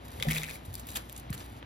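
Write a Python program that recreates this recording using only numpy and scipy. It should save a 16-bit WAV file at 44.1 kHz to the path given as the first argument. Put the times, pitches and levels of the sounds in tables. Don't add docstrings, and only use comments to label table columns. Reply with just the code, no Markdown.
import sys
import numpy as np
from scipy import signal
from scipy.fft import rfft, irfft, next_fast_len
from scipy.io import wavfile
from scipy.ndimage import uniform_filter1d, map_coordinates

SR = 44100
rng = np.random.default_rng(int(sys.argv[2]) if len(sys.argv) > 2 else 0)


def master_out(mix):
    frames = np.transpose(np.atleast_2d(mix))
    ceiling = np.clip(frames, -1, 1)
    pcm = np.round(ceiling * 32767).astype(np.int16)
    wavfile.write(sys.argv[1], SR, pcm)


def voltage_ratio(level):
    return 10 ** (np.asarray(level, float) / 20)


N = 72765

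# (frequency [Hz], level [dB])
PORT_DIFFERENCE = [(100, -28), (350, -6), (1500, -8), (3000, -9), (6000, -9), (8500, -13), (12000, -18),
                   (15000, -12)]


def unit(x):
    return x / np.sqrt(np.mean(x ** 2) + 1e-20)


def along(points, hz):
    f, v = np.transpose(points)
    return np.interp(np.log(hz + 1), np.log(f + 1), v)


def wobble(rate_hz):
    knots = rng.standard_normal(int(N * rate_hz / SR) + 4)
    return map_coordinates(knots, [np.arange(N) * rate_hz / SR])


def filtered(x, response):
    m = next_fast_len(N + SR // 2)
    return irfft(rfft(x, m) * response(np.fft.rfftfreq(m, 1 / SR)), m)[..., :N]


def coloured(x, spectrum):
    gain = lambda hz: voltage_ratio(along(spectrum, hz))
    rms_gain = np.sqrt(np.mean(gain(np.linspace(0, SR / 2, 500)) ** 2))
    return filtered(x, lambda hz: gain(hz) / rms_gain)


def add(out, s, sound):
    part = out[round(s * SR):][:len(sound)]
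    part += sound[:len(part)]


def ticks(rate_hz, spread_db):
    chance, sign, size = rng.random((3, N))
    return unit((chance < rate_hz / SR) * np.sign(sign - .5) * voltage_ratio(-spread_db * np.log(size + .03)))


def snapping():
    # (time [s], peak level [dB], t60 [s], lowest frequency [Hz])
    snaps = [(0.04, -59, 0.015, 5020), (0.055, -44, 0.012, 5030), (0.082, -41, 0.019, 5000),
             (0.1165, -42, 0.019, 2400), (0.1046, -44, 0.012, 5000), (0.163, -44, .01, 5030),
             (0.2268, -25, .01, 600), (.288, -41, 0.0085, 5500), (0.312, -28, 0.014, 5400),
             (0.499, -35, 0.017, 5000), (0.5303, -42, 0.012, 5960), (0.66, -43, .015, 5000),
             (0.651, -44.5, 0.08, 5030), (0.729, -43, 0.013, 2870), (.737, -38, 0.007, 6000),
             (0.741, -27.5, 0.014, 6030), (0.7534, -23, 0.0058, 5130), (0.782, -45, 0.052, 5030),
             (.762, -47, 0.014, 2800), (0.796, -36.5, 0.047, 5200), (0.8688, -34, 0.025, 7000),
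             (.8785, -46, 0.012, 2580), (0.887, -35.5, 0.048, 2600), (0.9033, -38.5, 0.019, 2460),
             (0.9163, -35, 0.013, 8060), (0.922, -35, .01, 1500), (1.0916, -42, 0.0071, 6000),
             (1.0969, -31.5, 0.0042, 3030), (1.1215, -41, .01, 6000), (1.1265, -30, 0.01, 8550),
             (1.1634, -33, 0.022, 1820), (1.177, -36.5, 0.044, 4900), (1.198, -38, 0.024, 6040),
             (1.297, -38, 0.036, 700), (1.303, -37, 0.026, 6200), (1.3281, -27, 0.013, 890),
             (1.329, -37, .02, 6000), (1.3474, -35.5, 0.014, 2800), (1.3785, -35, 0.01, 1900),
             (1.396, -39, 0.014, 3980), (1.404, -39.5, 0.075, 1200), (1.627, -32, 0.012, 600)]
    # (time [s], peak level [dB])
    rip = [
        (.9532, -33),
        (.9572, -26),
        (.9594, -26),
        (.9624, -28),
        (.9660, -30),
        (.9700, -28),
        (.9730, -35),
        (.9779, -38),
        (.9841, -41),
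    ]
    rip_t60_s, rip_low_hz, rip_body_hz, rip_body_db = .014, 2700, 700, 1
    rise_s, spike_db, spike_t60_s, span_ratio = 0.00037, 2.5, .004, 5.5
    events = list(snaps)
    for s, db in rip:
        events.append((s, db, rip_t60_s, rip_low_hz))
        events.append((s, db + rip_body_db, rip_t60_s, rip_body_hz))
    out, t = np.zeros(N), np.arange(SR // 10) / SR
    for s, db, t60_s, low_hz in events:
        tail = voltage_ratio(db - 60 * t / max(t60_s, .002))
        spike = voltage_ratio(db + spike_db - 60 * t / spike_t60_s)
        snap = (tail + spike) * (1 - np.exp(-t / rise_s)) * rng.standard_normal(len(t))
        band_hz = [low_hz, min(low_hz * span_ratio, SR / 2.1)]
        sos = signal.butter(2, band_hz, 'band', fs=SR, output='sos')
        add(out, s, signal.sosfilt(sos, snap))
    return out


def tearing():
    # (time [s], level [dB], length [s])
    tears = [
        (0.951, -46, 0.0032),
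        (0.959, -36.5, 0.015),
        (1.331, -41.5, 0.0079),
        (1.342, -44.5, 0.0099),
        (0.306, -33.5, 0.016),
        (0.341, -36, 0.042),
        (.283, -39, .012),
    ]
    release_s = .004
    envelope, t = np.zeros(N), np.arange(SR // 10) / SR
    for s, db, length_s in tears:
        add(envelope, s, voltage_ratio(db) * np.exp(-np.clip(t - length_s, 0, 1) / release_s))
    return envelope * voltage_ratio(1.5 * wobble(300)) * ticks(3500, spread_db=2)


def crackling(effort_db):
    level_db = effort_db + 5 + 2.5 * wobble(58.87)
    burst = voltage_ratio(-60 * np.arange(200) / SR / 0.0067) * rng.standard_normal(200)
    crackle = ticks(2600, spread_db=5) * voltage_ratio(level_db)
    return np.convolve(crackle, burst / np.linalg.norm(burst))[:N]


def skin():
    # (time [s], effort level [dB])
    peeling = [(0, -74.5), (.04, -64.5), (.27, -53.5), (.31, -53.5), (.385, -58), (.4, -50), (.56, -54.5),
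               (.6, -68.5), (.72, -62), (.75, -56), (.86, -62.5), (.88, -54.5), (1.0, -54.5), (1.07, -67),
               (1.19, -61), (1.28, -75.5), (1.38, -57.5), (1.56, -65)]
    # (frequency [Hz], level [dB])
    paper_colour = [(500, -2.5), (1000, -3), (2200, -4), (4000, -3.5), (5500, -10.5), (8000, 0.5),
                    (11000, -5), (15000, -2)]
    # (frequency [Hz], level [dB])
    rub_colour = [(700, 10), (2500, -3), (5500, -2.5), (8000, -1), (15000, -7)]
    let_go_s, let_go_db_per_s = 1.57, 299
    now = np.arange(N) / SR
    effort_db = np.interp(now, *np.transpose(peeling)) - let_go_db_per_s * np.clip(now - let_go_s, 0, 1)
    breaking = snapping() + tearing() + crackling(effort_db)
    rub = voltage_ratio(effort_db + 2 + 5.5 * wobble(25.29)) * rng.standard_normal(N)
    return coloured(breaking, paper_colour) + coloured(rub, rub_colour)


def shiver(clicks):
    loose_s, level_db, t60_s, centre_hz, width_hz = .26, -21, .05, 2250, 700
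    envelope, t = np.zeros(N), np.arange(SR // 5) / SR
    for s, db, *_ in clicks:
        add(envelope, s, (s > loose_s) * voltage_ratio(db + level_db - 60 * t / t60_s))
    shell = lambda f: 1j * f * width_hz / (centre_hz ** 2 - f * f + 1j * f * width_hz)
    return envelope * unit(filtered(ticks(1500, spread_db=0), lambda f: shell(f) ** 2))


def rattle():
    # (time [s], peak level [dB], ring frequency [Hz], upper mode level [dB], crack level [dB])
    clicks = [(.2, -33, 2060, 2, 4), (.2066, -43.5, 2160, 13, 5), (.2146, -41, 2090, -4, 1),
              (.2251, -19, 2160, 4, 4), (.231, -39, 2260, 0.5, 11), (.2337, -30.5, 2350, -3.5, 6),
              (.249, -42, 1990, -6, -7), (.2575, -36, 1990, -6, -13), (0.2672, -36, 2300, -13, -2),
              (0.286, -22.5, 2030, -13, -3.5), (.2916, -28.5, 1920, -4, 3), (0.3028, -23.5, 1960, -1, -2),
              (.3099, -16.5, 2050, -6, -5), (.32, -21.5, 2200, -3, -3.5), (0.3319, -27, 2030, -6.5, 6.5),
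              (.338, -32, 2000, -1, 8), (.3482, -35, 2260, 0, 4), (0.3595, -24, 2040, -7, 0),
              (0.3659, -19.5, 2430, -20, -13), (.3708, -31, 2180, -4, -9), (0.3756, -27, 2360, -6, 5.5),
              (0.3823, -30, 2330, 8, 12), (.3977, -39, 2120, -6, -8), (0.4175, -28.5, 2200, -4, -0.5),
              (.4262, -32, 2260, -13, 0), (.4333, -24, 2100, -12, 2), (0.4402, -25.5, 2550, -10, -5.5),
              (.4461, -26, 2250, -13, -5.5), (.4564, -36, 2200, -9, -2), (0.4654, -36.5, 2330, -6, 0),
              (0.4794, -40, 2240, -17, 9), (0.486, -29, 1780, -8, -4), (0.4936, -32, 2440, -6, -3),
              (0.503, -30.5, 2520, -1, -7), (0.5104, -32.5, 2430, -6, 4), (0.535, -41, 2400, -12, -11),
              (0.556, -34, 2350, -25, -9), (.5641, -48, 2500, -7, 5)]
    # (frequency [Hz], level [dB])
    crack_colour = [(600, -32), (1400, 2.5), (2200, 0.5), (4000, 0.5), (6000, -1.5), (8000, 6), (13000, -6),
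                    (16000, 3.5)]
    shell_t60_s, attack_s, upper_ratio, upper_mode_db = 0.012, 0.00057, 1.578, -1.5
    crack_level_db, crack_t60_s = -4, 0.009
    ring, crack, t = np.zeros(N), np.zeros(N), np.arange(SR // 20) / SR
    for s, db, hz, upper_db, crack_db in clicks:
        fade = voltage_ratio(db - 60 * t / shell_t60_s) * (1 - np.exp(-t / attack_s))
        drift = np.cumsum(rng.standard_normal(len(t))) * .08
        upper_hz = hz * upper_ratio * (1 + 0.074 * (rng.random() - .5))
        low = np.sin(2 * np.pi * hz * t + drift)
        upper = np.sin(2 * np.pi * (upper_hz * t + rng.random()) + 2 * drift[::-1])
        add(ring, s, fade * (low + voltage_ratio(upper_mode_db + upper_db) * upper))
        crack_fade = voltage_ratio(db + crack_level_db + crack_db - 60 * t / crack_t60_s)
        add(crack, s, crack_fade * rng.standard_normal(len(t)))
    return ring + shiver(clicks) + coloured(crack, crack_colour)


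def board():
    # (time [s], level [dB], pitch factor, decay factor)
    knocks = [(0.197, -35, 0.82, 0.33), (0.21, -32, 3.26, 0.08), (0.2529, -25, 3.5, 0.039),
              (0.2579, -30, 3.35, 0.059), (.263, -34, 2.7, 0.062), (0.2694, -23, 1.0, 0.87),
              (.282, -27.5, 0.45, 0.38), (0.2828, -26, 0.94, 0.17), (.365, -37, 1, 0.47),
              (0.681, -33.5, 0.57, 0.55), (0.714, -40.5, 0.812, 0.36), (1.345, -29.5, 0.78, 0.16),
              (1.509, -46, 0.63, 0.41), (1.553, -45.5, 0.75, .4), (1.627, -32, 3.2, 0.021)]
    # (frequency [Hz], level [dB], t60 [s])
    modes = [(158.8, -2, 0.18), (156.1, -5, 0.655), (225.2, -7, 0.33), (298.7, -18, 0.26),
             (520, -14, 0.048), (730, -3, 0.037)]
    attack_s = 0.0029
    out, t = np.zeros(N), np.arange(SR) / SR
    for s, db, pitch, decay in knocks:
        ring = np.zeros(len(t))
        for hz, level_db, t60_s in modes:
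            ring += voltage_ratio(level_db - 60 * t / (t60_s * decay)) * np.sin(2 * np.pi * hz * pitch * t)
        add(out, s, -voltage_ratio(db) * ring * (1 - np.exp(-t / (attack_s / pitch))))
    return out


def palm():
    land_s, level_db, start_hz, end_hz = 1.3025, -27, 222, 52
    attack_s, sag_s, hold_s, t60_s = 0.0019, .012, .013, .045
    out, t = np.zeros(N), np.arange(SR) / SR
    hz = end_hz + (start_hz - end_hz) * np.exp(-t / sag_s)
    shape = (1 - np.exp(-t / attack_s)) * voltage_ratio(level_db - 60 * np.clip(t - hold_s, 0, 1) / t60_s)
    add(out, land_s, -shape * np.sin(2 * np.pi * np.cumsum(hz) / SR))
    return out


def scatter(x):
    z = signal.stft(x, nperseg=128)[2]
    random_phase = np.exp(2j * np.pi * rng.random(z.shape))
    odd = unit(signal.istft(z * random_phase, nperseg=128)[1][:N]) * np.std(x)
    odd = filtered(odd, lambda hz: voltage_ratio(along(PORT_DIFFERENCE, hz) - 1.5))
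    return np.array([x + odd, x - odd])


def room(x):
    # (frequency [Hz], t60 [s])
    decay = [(200, 0.069), (2000, 0.28), (10000, 0.029)]
    hz, t, z = signal.stft(rng.standard_normal((2, SR // 2)), SR, nperseg=256)
    tails = signal.istft(z * voltage_ratio(-60 * t / along(decay, hz)[:, None]), SR, nperseg=256)[1]
    delayed = np.pad(x, (150, 0))
    common, odd = [signal.fftconvolve(delayed, tail)[:N] / np.linalg.norm(tails[0]) for tail in tails]
    odd = filtered(odd, lambda hz: voltage_ratio(along(PORT_DIFFERENCE, hz) + 13.5))
    return voltage_ratio(-19) * np.array([common + odd, common - odd])


def kitchen():
    # (frequency [Hz], level [dB])
    rumble_colour = [(30, -54), (55, -4.5), (110, -0.5), (165, -9), (250, -6), (450, -16.5), (700, -13.5),
                     (1200, -19.5), (3500, -27.5), (5500, -40), (16000, -56)]
    rumble_db, sway_db, hum_hz, hum_db = -48.5, .9, 59.63, -49
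    rumbles = []
    for _ in range(2):
        rumble = unit(coloured(rng.standard_normal(N), rumble_colour))
        rumbles.append(rumble * voltage_ratio(rumble_db + sway_db * wobble(6.52)))
    common, odd = rumbles
    odd = filtered(odd, lambda hz: voltage_ratio(along(PORT_DIFFERENCE, hz)))
    phase = 2 * np.pi * hum_hz * np.arange(N) / SR + 0.37 * wobble(4.5)
    hum = voltage_ratio(hum_db + 0.58 * wobble(8.9)) * np.sin(phase)
    return np.array([common + odd + hum, common - odd + hum])


def scene():
    paper = rattle() + skin()
    return scatter(paper) + room(paper) + board() + palm() + kitchen()


def stereo_processing(x):
    # (frequency [Hz], left over right [dB])
    lean = [(170, -0.1), (800, 4), (1550, -6.5), (2000, 3), (3600, 6), (5500, 4), (8000, -0.5)]
    # (frequency [Hz], left leads by [rad])
    lead = [(0, 0), (200, .3), (650, 2.0), (1250, 2.2), (1600, 3.4), (1750, .4), (3000, 1.1), (4600, .6),
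            (7900, -3.0), (9400, -3.3), (11000, -6.15), (13000, -6.4), (14600, -9.35)]
    top_hz, side = 16100, np.array([[.5], [-.5]])

    def response(hz):
        turn = np.exp(1j * side * np.interp(hz, *np.transpose(lead)))
        return voltage_ratio(side * along(lean, hz)) * turn / (1 + (hz / top_hz) ** 80)

    return filtered(x, response)


def treble_dropouts(x):
    floor_db, loud_db, masked_db, from_hz = -104, -86, -8, 6000
    sum_difference = np.array([x[0] + x[1], x[0] - x[1]]) / 2
    hz, _, z = signal.stft(sum_difference, SR, nperseg=1024)
    power = uniform_filter1d(np.abs(z) ** 2, size=13, axis=1)
    power = uniform_filter1d(power, size=2, axis=2)
    heard = (power > voltage_ratio(loud_db) ** 2) | (power > voltage_ratio(masked_db) ** 2 * power[::-1])
    keep = (heard & (power > voltage_ratio(floor_db) ** 2)) | (hz[:, None] < from_hz)
    mid, side = signal.istft(z * keep, SR, nperseg=1024)[1][:, :N]
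    return np.array([mid + side, mid - side])


def roll_off(x):
    return signal.sosfilt(signal.butter(12, 16480, fs=SR, output="sos"), x)


def record(dry):
    mix = treble_dropouts(stereo_processing(dry))
    return roll_off(mix)


dry = scene()
out = record(dry)
master_out(out)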